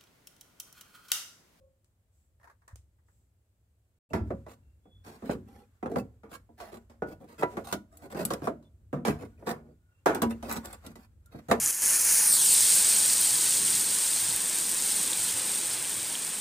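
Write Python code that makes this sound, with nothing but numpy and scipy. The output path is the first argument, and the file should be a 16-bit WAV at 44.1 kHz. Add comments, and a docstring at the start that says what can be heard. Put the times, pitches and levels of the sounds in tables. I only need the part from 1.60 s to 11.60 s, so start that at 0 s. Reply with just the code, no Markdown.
"""A chisel knocks, bites and slips in a rusted seam of a car's steel floor pan.
Each blow excites the pan's modes, so it booms and clanks; stick-slip friction drives the same modes as
a scrape, rust flakes snap and clink, and the sheet hums. Before this work and a short silence,
a hand-held patch plate creaks against the floor. Two microphone ports stand close by, in an open
workshop with a low rumble."""
import sys
import numpy as np
from scipy import signal
from scipy.fft import rfft, irfft, next_fast_len
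from scipy.io import wavfile
from scipy.ndimage import uniform_filter1d, map_coordinates

SR = 44100
rng = np.random.default_rng(int(sys.argv[2]) if len(sys.argv) > 2 else 0)


def wrap_up_sound(samples):
    """Save the sound to the file named by the first command line argument, as 16-bit audio."""
    columns = np.atleast_2d(samples).T
    # keep every value between -1 and 1, then stretch to whole-number steps
    tamed = np.clip(columns, -1, 1)
    steps = np.round(tamed * 32767).astype(np.int16)
    wavfile.write(sys.argv[1], SR, steps)


N = 441000
TIME = np.arange(N) / SR
RING_TIME = np.arange(SR // 2) / SR  # seconds since an excitation
SILENCE_START_S, SILENCE_END_S = 2.387, 2.492

# Levels in the tables are relative: each source adds its own gain.
# likeness of the sound at the two ports: (frequency [Hz], correlation [-])
PORT_CORRELATION = [(150, 0.97), (300, 0.93), (550, 0.71), (1000, -0.00024), (2500, -0.062), (12000, 0.045)]
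# workshop rumble and hiss: (frequency [Hz], spectral density [dB])
RUMBLE_SPECTRUM = [(20, -44), (35, -24.5), (50, -7), (68, -2.5), (100, -3), (135, -18.5), (220, -24.5),
                   (500, -36), (1200, -69.5)]
HISS_SPECTRUM = [(100, -12), (300, -4), (550, -2.5), (1000, -9.5), (2000, -13.5), (5800, -19),
                 (7800, -11.5), (9500, -16.5), (16000, -17)]
# rumble during the work: (time [s], level [dB])
RUMBLE_LEVELS = [(2.9, -61.5), (5.15, -62), (7.84, -58), (8.4, -65.5), (8.61, -51.5), (10.0, -61.5)]
# partials of the faint opening tone: (frequency [Hz], level [dB])
OPENING_PARTIALS = [(530, -52.5), (562, -60), (1090, -76)]
# thin tones: (start [s], duration [s], frequency [Hz], level [dB])
THIN_TONES = [(3.003, .18, 2720, -86), (3.228, 0.23, 3430, -70.5), (7.043, 0.048, 3500, -71),
              (7.641, .18, 1470, -77), (8.203, 0.18, 1442, -75.5), (8.295, 0.14, 2710, -80),
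              (9.651, 0.059, 1404, -63)]
# slips of the patch plate and ticks of its edge: (time [s], level [dB])
PLATE_CREAKS = [(0.799, -61), (0.813, -60), (.831, -51.5), (0.843, -48), (0.874, -50), (0.899, -50),
                (1.019, -60.5), (1.078, -48), (1.111, -55), (1.385, -69), (1.484, -62.5)]
EDGE_TICKS = [(0.245, -68.5), (1.08, -56), (1.158, -53)]
# fingers sliding on the plate: (start [s], duration [s], level [dB])
SLIDES = [(0.517, 0.21, -78), (1.453, 0.27, -78)]
# hand-damped plate, edge tick, fingers, light rustle, rust snap: (frequency [Hz], spectral density [dB])
PLATE_SPECTRUM = [(200, -27), (580, -3.5), (760, -7), (930, 0.5), (1240, -2), (1490, -3), (1850, -2.5),
                  (2900, -30), (5500, -24), (15000, -30)]
TICK_SPECTRUM = [(1500, -8.5), (4000, -11), (6900, -3.5), (8500, -3), (11000, -14), (13000, -14),
                 (16000, -17)]
FINGER_SPECTRUM = [(1000, -14), (4500, -15), (6300, -11), (7800, 2), (9000, -13), (16000, -12)]
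RUSTLE_SPECTRUM = [(100, -25.5), (300, -7), (900, -3), (1400, 0), (2100, -6.5), (3100, -12.5), (5500, -16),
                   (7800, -11), (9700, -19), (12000, -15), (16000, -22)]
SNAP_SPECTRUM = [(2000, -26), (4000, -17), (6500, -18), (7800, -3.5), (9500, -11), (11800, -4),
                 (13000, -10), (14300, -6.5), (16000, -24.5)]
# rustle of hand and tool on the metal: (time [s], level [dB])
RUSTLE_LEVELS = [(2.6, -95), (2.68, -67.5), (3.28, -96), (3.59, -65.5), (4.33, -83.5), (5.5, -84),
                 (5.98, -58.5), (6.27, -84), (6.72, -55.5), (7.03, -84.5), (7.38, -93), (7.48, -71),
                 (8.14, -90), (8.47, -80.5), (8.7, -66.5), (9.13, -63.5), (9.56, -85), (10.0, -61)]
# rust flakes breaking off: (time [s], level [dB])
RUST_SNAPS = [(6.126, -45), (6.371, -50), (6.651, -26.5), (6.735, -47), (8.458, -44), (8.547, -37.5),
              (8.62, -31), (8.924, -35), (9.055, -43), (9.128, -45), (9.263, -49.5), (9.659, -61)]
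# a hand leaning on the floor: (time [s], level [dB], t60 [s])
HAND_PUSHES = [(1.13, -40.5, 0.33), (2.531, -26, 0.26), (2.598, -26.5, 0.58)]
# lowest modes of the broad floor: (frequency [Hz], level [dB])
BOOM_MODES = [(68, -4.5), (87, -8), (103, -6.5)]
# a faint high ping, then low hums of the sheet: (time [s], frequency [Hz], level [dB], swell [cycles])
PING_AND_HUMS = [(2.538, 4920, -57, 10), (3.696, 370.3, -29.5, 0.82), (4.361, 249.7, -30.5, 1.8),
                 (6.135, 201, -33.5, 1.5), (7.335, 151, -25.5, 0.51), (7.455, 221.7, -22.5, 1.3),
                 (7.485, 153.6, -22.5, 2.6), (8.636, 229, -10.5, 6.7), (8.949, 229.6, -28, 2.9),
                 (9.26, 228, -42, 5.1), (9.92, 233, -20, 3.2)]
# distinct modes of the floor pan: (frequency [Hz], level [dB], free t60 [s])
PAN_MODES = [(117.3, -17.5, 0.94), (149.2, -10, 0.78), (208.6, -1, 0.24), (231, -1, 0.5), (289, -3, 0.2),
             (308, -8.5, 0.13), (366.8, -4.5, 0.17), (408.9, -3, 0.22), (451.2, 0.5, 0.21),
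             (486.5, -0.5, .24), (547, -3.5, 0.27), (690, -3.5, 0.11), (802, -2, 0.069), (977, -5.5, 0.24),
             (1140, 0, 0.062), (1363, -10, 0.22), (1458, -10, 0.23), (1610, -10.5, 0.083),
             (1816, -15.5, 0.09), (1978, -11.5, 0.14), (2520, -18, 0.1), (2850, -25, 0.14)]
# its dense finer modes, struck and rubbed: (frequency [Hz], spectral density [dB])
STRUCK_SPECTRUM = [(60, -30.5), (120, -8.5), (220, 3), (450, -0.5), (750, -5), (1200, -7), (2000, -18.5),
                   (3200, -20.5), (5500, -23), (8000, -24), (12000, -28.5), (16000, -32)]
RUBBED_SPECTRUM = [(60, -28), (140, -12), (230, -6), (500, 3.5), (950, -5.5), (1500, -8), (2100, -15),
                   (3100, -20.5), (4500, -18), (6200, -23), (7800, -19), (9700, -22), (12000, -23),
                   (16000, -22.5)]
# registers thud, knock, clang, crack: (low edge [Hz], high edge [Hz], base t60 [s], base tail t60 [s])
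PAN_REGISTERS = [(62.4, 287, 0.33, 0.68), (317, 747, 0.16, 0.49), (755, 2384, 0.14, 0.37),
                 (2820, 15400, 0.11, 0.29)]
# left level minus right: (thud [dB], knock [dB], clang [dB], crack [dB])
REGISTER_BALANCE = (0, -1.5, -2.5, -0.5)
# the registers when scraped (groan, grind, rasp, grit): (offset [dB], slope with sharpness [dB/dB])
SCRAPE_MIX = [(0.5, -0.65), (1, -0.58), (-1, 0.5162), (-5, 0.58)]
# scraping strokes: (start [s], end [s], force [dB], sharpness [dB])
SCRAPE_STROKES = [(2.496, 2.548, -53.5, -13.5), (2.874, 2.945, -58, 9.5), (3.432, 3.579, -55.5, 6),
                  (3.636, 3.743, -48, 2.5), (3.857, 4.05, -60.5, -1.5), (4.289, 4.363, -45, -17),
                  (4.366, 4.405, -43, 2.5), (4.692, 4.742, -51, 2.5), (4.724, 4.764, -49.5, 13),
                  (4.968, 5.119, -54, 4), (5.113, 5.184, -48.5, -2), (5.458, 5.541, -51, -4),
                  (5.598, 5.655, -56, -11), (5.674, 5.752, -55.5, 0.5), (5.779, 5.815, -42.5, 0),
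                  (5.906, 5.995, -53.5, -14), (6.037, 6.131, -47, 9), (6.302, 6.443, -61.5, 1),
                  (6.415, 6.473, -50, -3.5), (6.497, 6.533, -46, 3.5), (6.559, 6.646, -36, -4),
                  (6.703, 6.747, -43.5, -7.5), (6.827, 6.867, -41.5, -2.5), (7.456, 7.518, -34, -4),
                  (7.579, 7.671, -49, -5.5), (7.773, 7.875, -59.5, -8), (7.86, 7.922, -35, 2),
                  (7.994, 8.14, -68.5, -16.5), (8.69, 8.729, -41.5, 0), (8.84, 8.906, -43.5, -2),
                  (8.881, 8.98, -37.5, 8.5), (9.025, 9.157, -48.5, 7.5), (9.216, 9.328, -54, 1),
                  (9.364, 9.463, -71, 21), (9.705, 9.809, -55, -1), (9.881, 9.928, -33.5, -7.5),
                  (9.935, 10.008, -48, -9)]
# blows; hardness is the crack of the edge, weight the thud of the arm, both relative to the strength:
# (time [s], strength [dB], hardness [dB], weight [dB], ring length factor [-])
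BLOWS = [(2.533, -29.5, -15.5, -1.5, 1.4), (2.704, -35, -31, 0.5, 0.75), (2.864, -48.5, -19, -7.5, 1.3),
         (3.253, -63.5, -32, 2, 1.36), (3.462, -51.5, -5.5, 0.5, 2.5), (3.621, -48, -20, 7.5, 2.6),
         (3.693, -31.5, -34, 3.5, .6), (3.709, -42, -4.5, 1, 0.87), (3.748, -47, -22, 11.5, 0.55),
         (4.227, -36.5, -26.5, -0.5, 0.91), (4.258, -35.5, -24.5, -1, 0.79), (4.358, -29, -21.5, -1, 0.65),
         (4.633, -50.5, -21.5, -2.5, 1.85), (4.89, -63, -47, 4, 0.73), (5.001, -47, -5, -29, 2.3),
         (5.297, -58.5, -7, 2, 1.6), (5.42, -31.5, -31, -5, 1), (5.823, -30.5, -21, -38, 1.03),
         (5.831, -24.5, -22.5, -11.5, 0.36), (5.969, -34, -18, -2.5, 0.79), (6.125, -31.5, -1, -7.5, 0.66),
         (6.546, -39, -15, 2.5, 2), (6.652, -44.5, -4, 10.5, 1.1), (6.704, -30.5, -9, -6.5, 1),
         (6.735, -40.5, 1.5, -3, 0.28), (6.819, -43, -19, 5.5, 1.02), (6.871, -27.5, -21.5, -9, 0.84),
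         (7.025, -68.5, -4, 1, 2.1), (7.328, -34, -23.5, 2, 1.7), (7.45, -30.5, -6.5, -9, 1.97),
         (7.481, -29, -11.5, 5.5, 0.35), (7.633, -47.5, -30, 5, .35), (7.824, -52.5, -40, -4.5, .55),
         (7.87, -33, -19.5, -3.5, 0.93), (7.904, -37.5, -19, -6, 1.53), (8.459, -19.5, -15.5, -14.5, 1.43),
         (8.494, -29.5, -21, -8.5, 2.7), (8.547, -35, -7, -13, 0.99), (8.618, -28, -7, 1, 0.67),
         (8.629, -29, -12.5, -4, 0.87), (8.826, -41, -9, 0.5, 1.6), (8.964, -43, -0.5, 7.5, 0.53),
         (9.057, -57.5, 7.5, 7, 0.2), (9.264, -55.5, 7, 12.5, 0.54), (9.355, -52.5, -3.5, -0.5, 0.86),
         (9.745, -51, -38, 10.5, 0.55), (9.912, -19.5, -11.5, -7.5, 0.79)]


def amp(db):
    """Amplitude grows tenfold for every 20 dB."""
    return 10 ** (np.asarray(db) / 20)


def rms(x):
    """Effective amplitude: the root of the mean power over channels and time."""
    return np.sqrt(np.mean(x ** 2, axis=(-2, -1), keepdims=True) + 1e-24)


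def along(points, hz):
    """Interpolation of (frequency, value) points on a logarithmic frequency axis."""
    frequencies, values = np.transpose(points)
    return np.interp(np.log(hz + 1), np.log(frequencies + 1), values)


def add(track, s, sound):
    """Superposition: a sound adds to the track from s seconds on."""
    start = round(s * SR)
    part = sound[:, max(-start, 0):max(N - start, 0)]
    track[:, max(start, 0):][:, :part.shape[1]] += part


def wobble(rate, size):
    """Smooth random modulation: a spline through rate knots a second."""
    knots = rng.standard_normal(int(size * rate / SR) + 4)
    return map_coordinates(knots, [np.arange(size) * rate / SR])


def half_phase(hz):
    """Half the phase angle between the ports; their correlation is the cosine of the whole angle."""
    return np.arccos(np.clip(along(PORT_CORRELATION, hz), -1, 1)) / 2


def noise(spectrum, size, ripple_db=None):
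    """Partly coherent stereo noise of rms 1; spectral ripple gives it random narrow resonances."""
    n_fft = next_fast_len(size)
    hz = np.fft.rfftfreq(n_fft, 1 / SR)
    knots_hz = np.arange(0, SR / 2, 75)
    ripple = np.interp(hz, knots_hz, ripple_db * rng.standard_normal(len(knots_hz))) if ripple_db else 0
    gain = amp(along(spectrum, hz) + ripple) * [np.cos(half_phase(hz)), np.sin(half_phase(hz))]
    mid, side = irfft(rfft(rng.standard_normal((2, n_fft))) * gain, n_fft)[:, :size]
    pair = np.array([mid + side, mid - side])
    return pair / rms(pair)


def fade(db, t60, t=RING_TIME):
    """Exponential decay: the level falls 60 dB in t60 seconds."""
    return amp(db - 60 * t / t60)


def hum(hz, db, t60, swell_s):
    """A damped oscillator: one mode swells and dies, with a phase difference between the ports."""
    tone = np.sin(2 * np.pi * (hz * RING_TIME + rng.random()) + [[half_phase(hz)], [-half_phase(hz)]])
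    return tone * fade(db, t60) * (1 - np.exp(-RING_TIME / swell_s)) ** 2


def workshop():
    """Ambient noise: an uneven rumble and a thin hiss, both stronger after the silence."""
    before_work = TIME < SILENCE_START_S
    rumble_db = np.where(before_work, -68.5, np.interp(TIME, *np.transpose(RUMBLE_LEVELS)))
    hiss_db = np.where(before_work, -81.5, -80)
    rumble = amp(rumble_db + 2 * wobble(5.8, N)) * noise(RUMBLE_SPECTRUM, N)
    return rumble + amp(hiss_db) * noise(HISS_SPECTRUM, N)


def thin_tones():
    """Beating and modulation: close partials waver at the start; later tones flutter at random."""
    out = np.zeros((2, N))
    add(out, 0, sum(hum(hz, db, t60=0.38, swell_s=0.017) for hz, db in OPENING_PARTIALS))
    for s, duration, hz, db in THIN_TONES:
        size = int(duration * SR)
        phase = 2 * np.pi * np.cumsum(hz + 28 * wobble(250, size)) / SR
        flutter = amp(4 * wobble(120, size))
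        swell = np.sin(np.linspace(0, np.pi, size))
        add(out, s, amp(db) * swell * flutter * np.sin(phase + [[half_phase(hz)], [-half_phase(hz)]]))
    return out


def patch_plate():
    """Friction on a hand-damped plate: single slips creak, the edge ticks and sliding fingers hiss."""
    out = np.zeros((2, N))
    for s, db in PLATE_CREAKS:
        decay = fade(db - 8.5, t60=0.14) + fade(db - 19.5, t60=0.15)
        add(out, s, decay * noise(PLATE_SPECTRUM, len(RING_TIME), ripple_db=3))
    for s, db in EDGE_TICKS:
        decay = fade(db + 4.5, t60=0.0097) + fade(db - 9, t60=0.22)
        add(out, s, decay * noise(TICK_SPECTRUM, len(RING_TIME), ripple_db=1.7))
    for s, duration, db in SLIDES:
        size = int(duration * SR)
        swell = np.sin(np.pi * np.linspace(0, 1, size) ** 0.6)
        add(out, s, amp(db) * swell * noise(FINGER_SPECTRUM, size))
    return out


def dust_rustle():
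    """Granular noise: light contact stirs dust, which trickles on after each stroke."""
    contact = amp(np.interp(TIME, *np.transpose(RUSTLE_LEVELS), left=-120) - 1.5)
    trickle = np.zeros((1, N))
    fall_db_per_s = 169.5
    for _, end, db, sharpness in SCRAPE_STROKES:
        onset_db = db + 0.28 * sharpness - 31
        add(trickle, end, amp(onset_db - fall_db_per_s * RING_TIME)[None])
    grain_db = 1.8 * wobble(25, N) + 1.2 * wobble(750, N)
    return (contact + trickle) * amp(grain_db) * noise(RUSTLE_SPECTRUM, N)


def rust_clinks():
    """Free vibration: each flake broken by a stroke rings at its own pitch, louder under a sharp edge."""
    out = np.zeros((2, N))
    t = RING_TIME[:SR // 12]
    flakes_per_s, centre_hz, range_octaves = 190, 1305, 1.1
    rise = 1 - np.exp(-t / 0.0006)
    for start, end, db, sharpness in SCRAPE_STROKES:
        count = int(flakes_per_s * max(end - start, 0)) + 1
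        for place, pitch, size, phase in rng.standard_normal((count, 4)):
            hz = centre_hz * 2 ** (range_octaves * np.tanh(pitch))
            tone = np.sin(2 * np.pi * hz * t + [[phase], [-phase]])
            level_db = db - 12.5 + 0.24 * sharpness + 4 * size
            s = start + (end - start) * (1 + np.tanh(0.66 * place)) / 2
            add(out, s, tone * rise * fade(level_db, t60=0.063, t=t))
    return out


def rust_snaps():
    """Brittle fracture: a flake breaks with a very short, bright tick."""
    out = np.zeros((2, N))
    t = RING_TIME[:SR // 8]
    rise = 1 - np.exp(-t / 0.0005)
    decay = fade(5, t60=0.034, t=t) + fade(-16, t60=0.18, t=t)
    for s, db in RUST_SNAPS:
        add(out, s, amp(db) * rise * decay * noise(SNAP_SPECTRUM, len(t), ripple_db=7))
    return out


def floor_booms():
    """Flexural vibration: a leaning hand or the weight of a blow excites the floor's lowest modes."""
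    out = np.zeros((2, N))
    boom_db, boom_t60_s = -13.5, 0.78
    blow_pushes = [(s, db + weight + boom_db, boom_t60_s) for s, db, _, weight, _ in BLOWS]
    for s, db, t60 in list(HAND_PUSHES) + blow_pushes:
        add(out, s, sum(hum(hz, db + mode_db, t60, swell_s=0.002) for hz, mode_db in BOOM_MODES))
    return out


def ping_and_sheet_hums():
    """Damped oscillation: a faint high ping at 2.5 s, then low hums of the sheet, each in one mode."""
    out = np.zeros((2, N))
    for s, hz, db, cycles in PING_AND_HUMS:
        add(out, s, hum(hz, db, t60=0.26, swell_s=cycles / hz))
    return out


def floor_pan():
    """Modal decomposition: a decaying phasor for each mode, and a band-pass for each register."""
    hz, db, t60 = np.transpose(PAN_MODES)[:, :, None]
    phasors = fade(db, t60) * np.exp(2j * np.pi * hz * RING_TIME)
    bands = [signal.butter(4, [low, high], 'band', fs=SR, output='sos') for low, high, *_ in PAN_REGISTERS]
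    return phasors, bands


def pan_response(pan, spectrum, ring_factor, modes_db, tail_db, attack_s, scatter_db, ripple_db):
    """The pan's impulse response, by register; every contact point weights the modes anew."""
    phasors, bands = pan
    hz = np.transpose(PAN_MODES)[0]
    weights = amp(scatter_db * rng.standard_normal(len(hz))) * np.exp(2j * np.pi * rng.random(len(hz)))
    port_shifts = np.exp(1j * np.outer([1, -1], half_phase(hz)))
    modes = amp(modes_db) * ((weights * port_shifts) @ phasors).real
    dense_modes = noise(spectrum, len(RING_TIME), ripple_db)
    rise = 1 - np.exp(-(RING_TIME / attack_s) ** 2)
    # a tool that stays pressed on the sheet damps it
    damping_per_s = 12 * max(1 / ring_factor - 1, 0)
    modes *= np.exp(-damping_per_s * RING_TIME)
    registers = []
    for band, (_, _, t60, tail_t60) in zip(bands, PAN_REGISTERS):
        decay = fade(0, t60 * ring_factor) + fade(tail_db, tail_t60 * np.sqrt(ring_factor))
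        registers.append(signal.sosfilt(band, rise * (dense_modes * decay + modes)))
    return np.array(registers)


def mix_registers(levels_db, registers, size):
    """Band summation: each register is set to its level over size samples and to its stereo balance."""
    gain = amp(np.asarray(levels_db)[:, None] + np.outer(REGISTER_BALANCE, [0.5, -0.5]))
    return np.sum(gain[..., None] * registers / rms(registers[..., :size]), axis=0)


def chisel_ring():
    """Resonance: once wedged in the seam, the steel rings faintly with each stroke."""
    out = np.zeros((2, N))
    wedged_from_s = 7.4
    for start, end, db, _ in SCRAPE_STROKES:
        if start > wedged_from_s:
            add(out, (start + end) / 2, hum(hz=1450, db=db - 27.5, t60=0.6, swell_s=0.01))
    return out


def stick_slip(size, jerks_per_s, spread_db):
    """Stick-slip friction over rust: a random train of uneven impulses whose strength comes in clumps."""
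    slipping = rng.random(size) < jerks_per_s / SR
    jerks = slipping * rng.standard_normal(size) * amp(spread_db * rng.standard_normal(size))
    # the hand leans in and eases off
    progress = np.linspace(0, 1, size)
    pressure = np.sin(np.pi / 2 * np.clip(np.minimum(progress, 1 - progress) / 0.22, 0, 1))
    return jerks * pressure * amp(wobble(94.4, size))


def chisel_scrapes(pan):
    """Forced vibration: the edge's jerks drive the damped pan; a sharp edge rasps, a flat one groans."""
    out = np.zeros((2, N))
    offset_db, slope = np.transpose(SCRAPE_MIX)
    usual_force_db = -48
    for start, end, db, sharpness in SCRAPE_STROKES:
        size = round((end - start) * SR)
        # a harder push breaks off more uneven flakes
        drive = stick_slip(size, jerks_per_s=1800, spread_db=6 + 0.22 * (db - usual_force_db))
        response = pan_response(pan, RUBBED_SPECTRUM, ring_factor=0.46, modes_db=-12, tail_db=-18,
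                                attack_s=0.000081, scatter_db=3, ripple_db=5.5)
        registers = signal.fftconvolve(response, drive[None, None], axes=-1)
        add(out, start, mix_registers(db + offset_db + slope * sharpness, registers, size))
    return out


def chisel_knocks(pan):
    """Impact excitation: hard contacts reach the pan's upper registers, heavy ones the lowest."""
    out = np.zeros((2, N))
    usual_hardness_db = -13
    for s, db, hardness, weight, ring_factor in BLOWS:
        harder_db = hardness - usual_hardness_db
        knock_db = 0.5 - 0.18 * harder_db + 0.017 * weight
        clang_db = -2 + 0.15 * harder_db - 0.17 * weight  # a light, glancing blow clangs more
        bite_s = 0.00048 * amp(0.02 * db)  # every blow sets in sharply, within about half a millisecond
        registers = pan_response(pan, STRUCK_SPECTRUM, ring_factor, modes_db=-14.5, tail_db=-22.5,
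                                 attack_s=bite_s, scatter_db=7.5, ripple_db=4)
        levels_db = db + np.array([weight, knock_db, clang_db, hardness])
        add(out, s, mix_registers(levels_db, registers, size=SR // 50))
    return out


def scene():
    """Superposition of tool, plate, floor pan and workshop at the two ports."""
    pan = floor_pan()
    contacts = amp(-3) * chisel_knocks(pan) + amp(-6) * chisel_scrapes(pan)
    tool = contacts + rust_snaps() + dust_rustle() + chisel_ring()
    work = tool + patch_plate() + ping_and_sheet_hums() + floor_booms()
    return work + thin_tones() + workshop() + rust_clinks()


def record(dry):
    """Gating and band limiting: the sound falls silent for a moment, and the top treble is cut steeply."""
    sounding = (TIME < SILENCE_START_S) | (TIME > SILENCE_END_S)
    gate = uniform_filter1d(1.0 * sounding, size=200)
    n_fft = next_fast_len(N + SR // 2)
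    cutoff_hz = 15780
    passband = 1 / (1 + (np.fft.rfftfreq(n_fft, 1 / SR) / cutoff_hz) ** 150)
    return irfft(rfft(dry * gate, n_fft) * passband, n_fft)[:, :N]


dry = scene()
out = record(dry)
wrap_up_sound(out)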